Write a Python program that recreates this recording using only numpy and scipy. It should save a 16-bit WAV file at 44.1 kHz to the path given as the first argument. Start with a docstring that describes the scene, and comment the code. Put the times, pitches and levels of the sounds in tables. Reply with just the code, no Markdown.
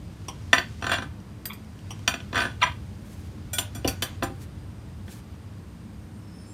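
"""A steel knife and fork work on a glazed plate on a wooden garden table, a metre away.
Blows and stick-slip judder ring the plate, the steel and the planks; the edge squeaks on the glaze.
The blade saws through meat, the fork ticks, hands brush the wood, the knife is laid on the rim.
Behind it: a low town hum, thin insect hiss and, at the end, a far squeal of brakes."""
import sys
import numpy as np
from scipy import signal
from scipy.fft import rfft, irfft
from scipy.io import wavfile
from scipy.ndimage import uniform_filter1d

SR = 44100
rng = np.random.default_rng(int(sys.argv[2]) if len(sys.argv) > 2 else 0)


def int16_out(signal):
    """Quantize to a 16-bit WAV file."""
    q = np.round(np.clip(np.atleast_2d(signal).T, -1, 1) * 32767)
    wavfile.write(sys.argv[1], SR, q.astype(np.int16))


N = 287973
TIME_S = np.arange(N) / SR
SILENT_DB = -120.0
GRIP_BELOW_HZ = 4000  # the hand damps bending modes below this


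def undb(db):
    return 10 ** (np.asarray(db) / 20)


def unit_rms(x):
    return x / np.sqrt(np.mean(x ** 2))


def band(x, lo_hz, hi_hz):
    return signal.sosfilt(signal.butter(2, [lo_hz, hi_hz], "band", fs=SR, output="sos"), x)


def curve(segments, rest=SILENT_DB):
    """Lines through each segment's (time_s, value) points; rest elsewhere."""
    out = np.full(N, rest)
    for points in segments:
        time_s, values = np.array(points).T
        inside = (TIME_S >= time_s[0]) & (TIME_S <= time_s[-1])
        out[inside] = np.interp(TIME_S[inside], time_s, values)
    return out


def swells(strokes, depth_db):
    """Level in dB of strokes that rise to a peak and fall away."""
    return curve([[(start_s, db - depth_db), (peak_s, db), (end_s, db - depth_db)]
                  for start_s, peak_s, end_s, db, *_ in strokes])


def walk(rate_hz):
    """Random held levels, smoothed twice."""
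    hold = int(SR / rate_hz)
    steps = np.repeat(rng.standard_normal(N // hold + 1), hold)
    return 1.9 * uniform_filter1d(uniform_filter1d(steps, hold), hold)[:N]


def mode(x, hz, t60_s):
    """One decaying resonance; a unit impulse rings at amplitude 1."""
    r, w = np.exp(-np.log(1000) / (t60_s * SR)), 2 * np.pi * hz / SR
    return signal.lfilter([0, r * np.sin(w)], [1, -2 * r * np.cos(w), r * r], x)


def judder(rate_hz, spread_db, grit):
    """Stick-slip: uneven slips of uneven size over fine grit."""
    slips = (rng.random(N) < rate_hz / SR) * undb(spread_db * rng.standard_normal(N))
    slips *= np.sign(rng.standard_normal(N))
    return unit_rms(unit_rms(slips) + grit * rng.standard_normal(N))


def town_hum(level_db=-38.5):
    """Low noise in octave bands that swell together and flicker alone."""
    # hum spectrum: freq_hz, relative_db
    spectrum = [(15, -39.5), (25, -18), (97, 1.5), (138, -8), (220, -8), (273, -18.5), (304, -12),
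                (330, -19.5), (358, -21), (617, -27.5), (669, -29), (1030, -30.5), (8370, -48),
                (15200, -54), (16500, -89)]
    # swell of the lowest bands: time_s, relative_db
    bass_swell = [(0.0, -43.5), (1.11, -40), (1.42, -47), (2.69, -39), (2.98, -44), (3.84, -40),
                  (6.53, -47)]
    hz = np.fft.rfftfreq(N, 1 / SR)
    knot_hz, knot_db = np.array(spectrum).T
    noise = rfft(rng.standard_normal(N)) * undb(np.interp(np.log(hz + 1), np.log(knot_hz), knot_db))
    swell_db = 0.5 * walk(0.46)
    bass_db = curve([bass_swell])
    bass_db -= np.mean(bass_db)
    edges_hz = np.geomspace(20, 20000, 11)
    hum = np.zeros(N)
    for lo_hz, hi_hz in zip(edges_hz, edges_hz[1:]):
        octave = irfft(noise * (hz >= lo_hz) * (hz < hi_hz), N)
        hum += octave * undb(swell_db + 0.3 * walk(4.32) + (hi_hz < 200) * bass_db)
    return unit_rms(hum) * undb(level_db)


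def insects():
    """Thin, wavering bands of hiss."""
    # insect bands: centre_hz, width_hz, level_db
    bands = [(4850, 20, -77), (8680, 800, -75)]
    out = np.zeros(N)
    for hz, width_hz, db in bands:
        hiss = band(rng.standard_normal(N), hz - width_hz / 2, hz + width_hz / 2)
        out += unit_rms(hiss) * undb(db + walk(4.0))
    return out


def brakes(fade_s=0.06):
    """Far squeal: narrow, fluttering resonances driven by noise."""
    # brake tones: pitch_hz, start_s, end_s, level_db
    squeals = [(5290, 6.19, 6.56, -62.5), (9320, 6.33, 6.7, -65), (10400, 6.31, 6.7, -72),
               (7440, 6.45, 8.4, -56), (8800, 6.09, 6.25, -73)]
    out = np.zeros(N)
    for hz, start_s, end_s, db in squeals:
        gate = np.clip(np.minimum(TIME_S - start_s, end_s - TIME_S) / fade_s, 0, 1)
        out += gate * undb(db + 1.7 * walk(50)) * unit_rms(mode(rng.standard_normal(N), hz, 0.079))
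    return out


def wall_echo(x, t60_s=0.22, level_db=-14.5, delay_s=0.008):
    """Fences and walls send back a short, dull scatter."""
    t = TIME_S[:SR // 2]
    response = band(rng.standard_normal(len(t)), 148, 3850)
    response *= np.exp(-np.log(1000) * t / t60_s) * (t > delay_s)
    response *= undb(level_db) / np.sqrt(np.sum(response ** 2))
    return signal.fftconvolve(x, response)[:N]


def hands():
    """Skin and sleeves brush the wood."""
    # brush strokes: start_s, peak_s, end_s, level_db
    strokes = [(2.98, 3.12, 3.37, -56.5), (4.35, 4.44, 4.46, -51.5), (5.06, 5.115, 5.21, -46.5)]
    friction = unit_rms(band(judder(1500, spread_db=5, grit=1.7), 810, 11800))
    return friction * undb(swells(strokes, depth_db=16.5) + 2.2 * walk(60))


def sawing():
    """The blade in the meat: a soft, wet rasp."""
    # rasp envelope: time_s, level_db
    envelope = [(0, -66), (.75, -55), (1.2, -73), (1.7, -66), (1.9, -62), (2.2, -58), (3.0, -68.5),
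                (4.2, -62)]
    rasp = unit_rms(band(judder(900, spread_db=1.8, grit=1.0), 730, 6400))
    return rasp * undb(curve([envelope]) + 0.79 * walk(5.5))


def dull_ticks():
    """Short, rough pushes ring damped tine modes."""
    # tines catching in the meat, then two faint ticks near the end: start_s, force_db, decay_ms
    ticks = [(0.2832, -25.5, 11.5), (0.4227, -45, 1.2), (0.814, -34, 1.5), (1.2024, -44, 1.2),
             (1.646, -46, 2), (1.791, -42, 1.3), (1.9061, -29, 11.4), (1.9912, -39, 3.3),
             (5.2004, -43.5, 1.4), (5.351, -46, 1.5)]
    # damped tine modes: freq_hz, gain_db, t60_s
    modes = [(1060, -0.5, 0.012), (3110, 2, 0.0077), (5775, -4, 0.019), (8320, -12.5, 0.012),
             (11000, -19, 0.041)]
    force, size = np.zeros(N), 2400
    for start_s, db, decay_ms in ticks:
        at = int(start_s * SR)
        decay = np.exp(-1000 * TIME_S[:size] / decay_ms)
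        force[at:at + size] += undb(db) * rng.standard_normal(size) * decay
    ringing = sum(undb(db) * mode(force, hz, t60_s) for hz, db, t60_s in modes)
    return undb(-21) * ringing + undb(-11) * band(force, 1230, 8000)


def edge_squeak():
    """The edge slips in a slowing rhythm: a rough tone of three harmonics."""
    # squeaks: start_s, peak_s, end_s, level_db, first_hz, last_hz
    squeaks = [(1.498, 1.503, 1.526, -35, 1216, 1176), (2.614, 2.63, 2.65, -17, 1468, 689.5)]
    glides = [[(start_s, first_hz), (end_s, last_hz)]
              for start_s, _, end_s, _, first_hz, last_hz in squeaks]
    rate_hz = curve(glides, rest=1000.0) * (1 + 0.04 * walk(400))
    phase = 2 * np.pi * np.cumsum(rate_hz) / SR
    tone = np.sin(phase) + undb(0.5) * np.sin(2 * phase) + undb(-4) * np.sin(3 * phase)
    return tone * undb(swells(squeaks, depth_db=15) + 3.5 * walk(700))


def blade_drag():
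    """The blade judders over the glaze: slip signal, pressure in dB, knife drive in dB."""
    # drags: start_s, peak_s, end_s, pressure_db, knife_share_db
    drags = [(0.868, 0.949, 0.98, -16.5, -22), (2.324, 2.375, 2.57, -31, -15),
             (2.604, 2.62, 2.724, -20, -24)]
    knife_drags = [(*times_s, db + share_db) for *times_s, db, share_db in drags]
    slip = judder(500, spread_db=6, grit=0.33)
    return slip, swells(drags, depth_db=27), swells(knife_drags, depth_db=27)


def contacts():
    """Blows on plate and table. Levels are drives; each pitch is the one the struck spot favours.
    Rows: start_s, plate_db, plate_hz, knife_db, knife_hz, grip_db, thud_db, crack_db, fork_db, contact_ms
    """
    # held blade hits, and last a soft knock of a hand on the table:
    # start_s, plate_db, plate_hz, knife_db, knife_hz
    strikes = [(0.53, -3, 1830, -13.5, 5000), (0.581, -14, 2300, -23, 4400), (2.077, -10, 2400, -11, 6040),
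               (2.14, -23, 2190, -32.5, 5950), (2.202, -35, 2950, -48, 5860), (2.63, -29, 1970, -26, 5800),
               (5.079, -41, 1950, -60, 5380)]
    # blade teeth catch and skip: start_s, plate_db, knife_hz
    chatter = [(0.823, -23.5, 5700), (0.841, -20.5, 5940), (0.867, -18, 5900), (0.894, -18.5, 7190),
               (0.916, -14.5, 8750), (0.935, -23, 7140), (0.984, -23, 5670), (1.021, -26.5, 5570),
               (2.329, -25, 4450), (2.345, -21.5, 4600), (2.356, -15.5, 5500), (2.366, -16.5, 4470),
               (2.377, -13.5, 4430), (2.389, -18, 4580), (2.404, -15.5, 4610), (2.418, -16, 4470),
               (2.436, -26, 4540), (2.452, -24, 5660)]
    # knife laid down and nudged on the rim:
    # start_s, plate_db, plate_hz, knife_db, knife_hz, grip_db, thud_db, contact_ms
    setdowns = [(3.532, -60, 3400, -23, 8850, 7, -55, 17), (3.584, -18, 3300, -17.5, 7900, 41, -31, 3.3),
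                (3.749, -35.5, 1220, -34, 6260, 11, -36, 14.7), (3.846, -22, 740, -36.5, 4730, 17, -19, 5),
                (3.876, -24.5, 2670, -19, 4460, 14.5, -25, 8.1),
                (4.022, -19, 3700, -19, 4860, 29, -30, 7.2), (4.224, -16, 1150, -40, 4600, 15, -23, 1.35),
                (4.231, -27, 1190, -28.5, 6480, 24, -21.5, 5.3),
                (4.297, -51, 1100, -62, 8800, 22, -32, 5.3)]
    # fork taps: start_s, fork_db
    taps = [(1.455, -29), (1.533, -43)]
    firm_grip_db, loose_grip_db = 21, 8
    rows = []
    for start_s, db, plate_hz, knife_db, knife_hz in strikes:
        thud_db = -22.5 + 0.57 * db  # grows slower than the blow
        rows.append((start_s, db, plate_hz, knife_db, knife_hz, firm_grip_db,
                     thud_db, db - 40, SILENT_DB, 0.84))
    for start_s, db, knife_hz in chatter:
        rows.append((start_s, db, 1440, db - 13.5, knife_hz, loose_grip_db,
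                     -32.5, db - 40, SILENT_DB, 1.74))
    for start_s, db, plate_hz, knife_db, knife_hz, grip_db, thud_db, contact_ms in setdowns:
        rows.append((start_s, db, plate_hz, knife_db, knife_hz, grip_db,
                     thud_db, knife_db - 5.5, knife_db - 12.5, contact_ms))
    for start_s, db in taps:
        rows.append((start_s, db - 4, 1940, SILENT_DB, GRIP_BELOW_HZ, firm_grip_db,
                     SILENT_DB, db - 1.5, db, 1.3))
    return np.array(rows, float)


def place(starts_s, pieces, gains):
    """Sum of the scaled pieces, each at its start."""
    out = np.zeros(N + pieces.shape[1])
    for start_s, piece, gain in zip(starts_s, pieces, gains):
        at = int(start_s * SR)
        out[at:at + len(piece)] += gain * piece
    return out[:N]


def ring(modes, starts_s, force, drive_db, rub=0, spot_hz=1000, focus_db=0, grip_db=None):
    """Blows and rubbing ring modes; the struck spot favours one pitch, the hand damps low bending."""
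    scatter_db = 2.4 * rng.standard_normal((len(force), len(modes)))
    floor = 0.34 * np.linalg.norm(force, axis=1)
    out = np.zeros(N)
    for k, (hz, mode_db, t60_s) in enumerate(modes):
        off_spot_db = focus_db * np.minimum(np.abs(np.log2(hz / spot_hz)), 1.1)
        held = grip_db is not None and hz < GRIP_BELOW_HZ
        share_db = drive_db - (grip_db if held else off_spot_db) + scatter_db[:, k]
        # even out each rough blow's strength at this mode
        strength = np.abs(force @ np.exp(2j * np.pi * hz * TIME_S[:force.shape[1]]))
        blows = place(starts_s, force, undb(share_db) / (strength + floor))
        out += (-1) ** k * undb(mode_db) * mode(blows + rub, hz, t60_s)
    return out


def cutlery():
    """Shared contacts ring plate, knife, fork and planks, with the crack and scrape of steel on glaze."""
    # modes of each body, the plate damped by food: freq_hz, gain_db, t60_s
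    plate_modes = [(680, 0, 0.057), (949, -9, 0.073), (1018, -5.5, 0.073), (1208, -4.5, 0.04),
                   (1335, -8, 0.053), (1532, -1, 0.044), (1730, 3, 0.019), (1801, 1.5, 0.026),
                   (1994, -6.5, 0.042), (2310, -10, 0.022), (2462, -4, 0.047), (2686, 3, 0.02),
                   (2802, 2.5, 0.013), (3130, -1.5, 0.035), (3377, -4, 0.063), (3488, 1, 0.027),
                   (4200, -8, 0.036)]
    knife_modes = [(604, -10, 0.43), (1468, -4, 0.28), (2357, -4.5, 0.29), (3398, 5.5, 0.08),
                   (4574, -3.5, 0.066), (5810, -1.5, 0.1), (7187, -4.5, 0.12), (8760, -3.5, 0.14),
                   (10500, -11, 0.2), (11160, -26, 0.09), (12040, -7, 0.15), (13950, -10, 0.13)]
    fork_modes = [(1910, -5.5, 0.047), (3870, -11, 0.074), (4800, -1.5, 0.039), (8200, -6.5, .08),
                  (11400, -3, .05), (12600, -4, 0.15), (13900, -1.5, 0.076), (15230, -3, 0.065)]
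    plank_modes = [(118, -3.5, 0.11), (220, -4, 0.09), (278.7, -0.5, 0.14), (356.6, -4.5, 0.14),
                   (540, -0.5, 0.041), (790, -16, 0.2)]
    (starts_s, plate_db, plate_hz, knife_db, knife_hz,
     grip_db, thud_db, crack_db, fork_db, contact_ms) = contacts().T
    t, contact_s = TIME_S[:6600], contact_ms[:, None] / 1000
    force = rng.standard_normal((len(starts_s), len(t))) * np.exp(-t / contact_s)
    slip, press_db, steel_db = blade_drag()
    squeak = edge_squeak()
    plate_rub = slip * undb(press_db - 33) + squeak * undb(-41)
    knife_rub = band(slip, 3300, 11700) * undb(steel_db - 24)
    plate = ring(plate_modes, starts_s, force, plate_db, plate_rub, plate_hz, focus_db=9.5)
    knife = ring(knife_modes, starts_s, force, knife_db, knife_rub, knife_hz,
                 focus_db=15.3, grip_db=grip_db)
    fork = ring(fork_modes, starts_s, force, fork_db)
    planks = ring(plank_modes, starts_s, force, thud_db, rub=slip * undb(press_db - 72))
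    # countless small modes blur into a noisy tail, longer after a long contact
    tail = rng.standard_normal(force.shape) * np.exp(-t / (0.018 + 6.5 * contact_s))
    crisp = tail * np.exp(-t / 0.03)  # treble dies sooner
    crack = band(place(starts_s, crisp, undb(crack_db)), 5700, 12000)
    knife_tail = band(place(starts_s, tail, undb(knife_db - 19)), 5100, 7000)
    plate_tail = band(place(starts_s, tail, undb(plate_db - 14)), 470, 4200)
    scrape = band(slip, 1170, 3600) * undb(press_db - 0.5) + band(slip, 2800, 9200) * undb(steel_db - 1)
    return plate + knife + fork + planks + crack + knife_tail + plate_tail + scrape + squeak


def scene():
    near = cutlery() + dull_ticks() + hands() + sawing()
    return (near + wall_echo(near) + town_hum() + insects() + brakes())[None]


def record(dry):
    """46 Hz high-pass, soft clip, 15.8 kHz low-pass."""
    thin = signal.sosfilt(signal.butter(5, 46, "high", fs=SR, output="sos"), dry)
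    return signal.sosfilt(signal.ellip(10, .2, 80, 15800, fs=SR, output="sos"), np.tanh(thin))


dry = scene()
out = record(dry)
int16_out(out)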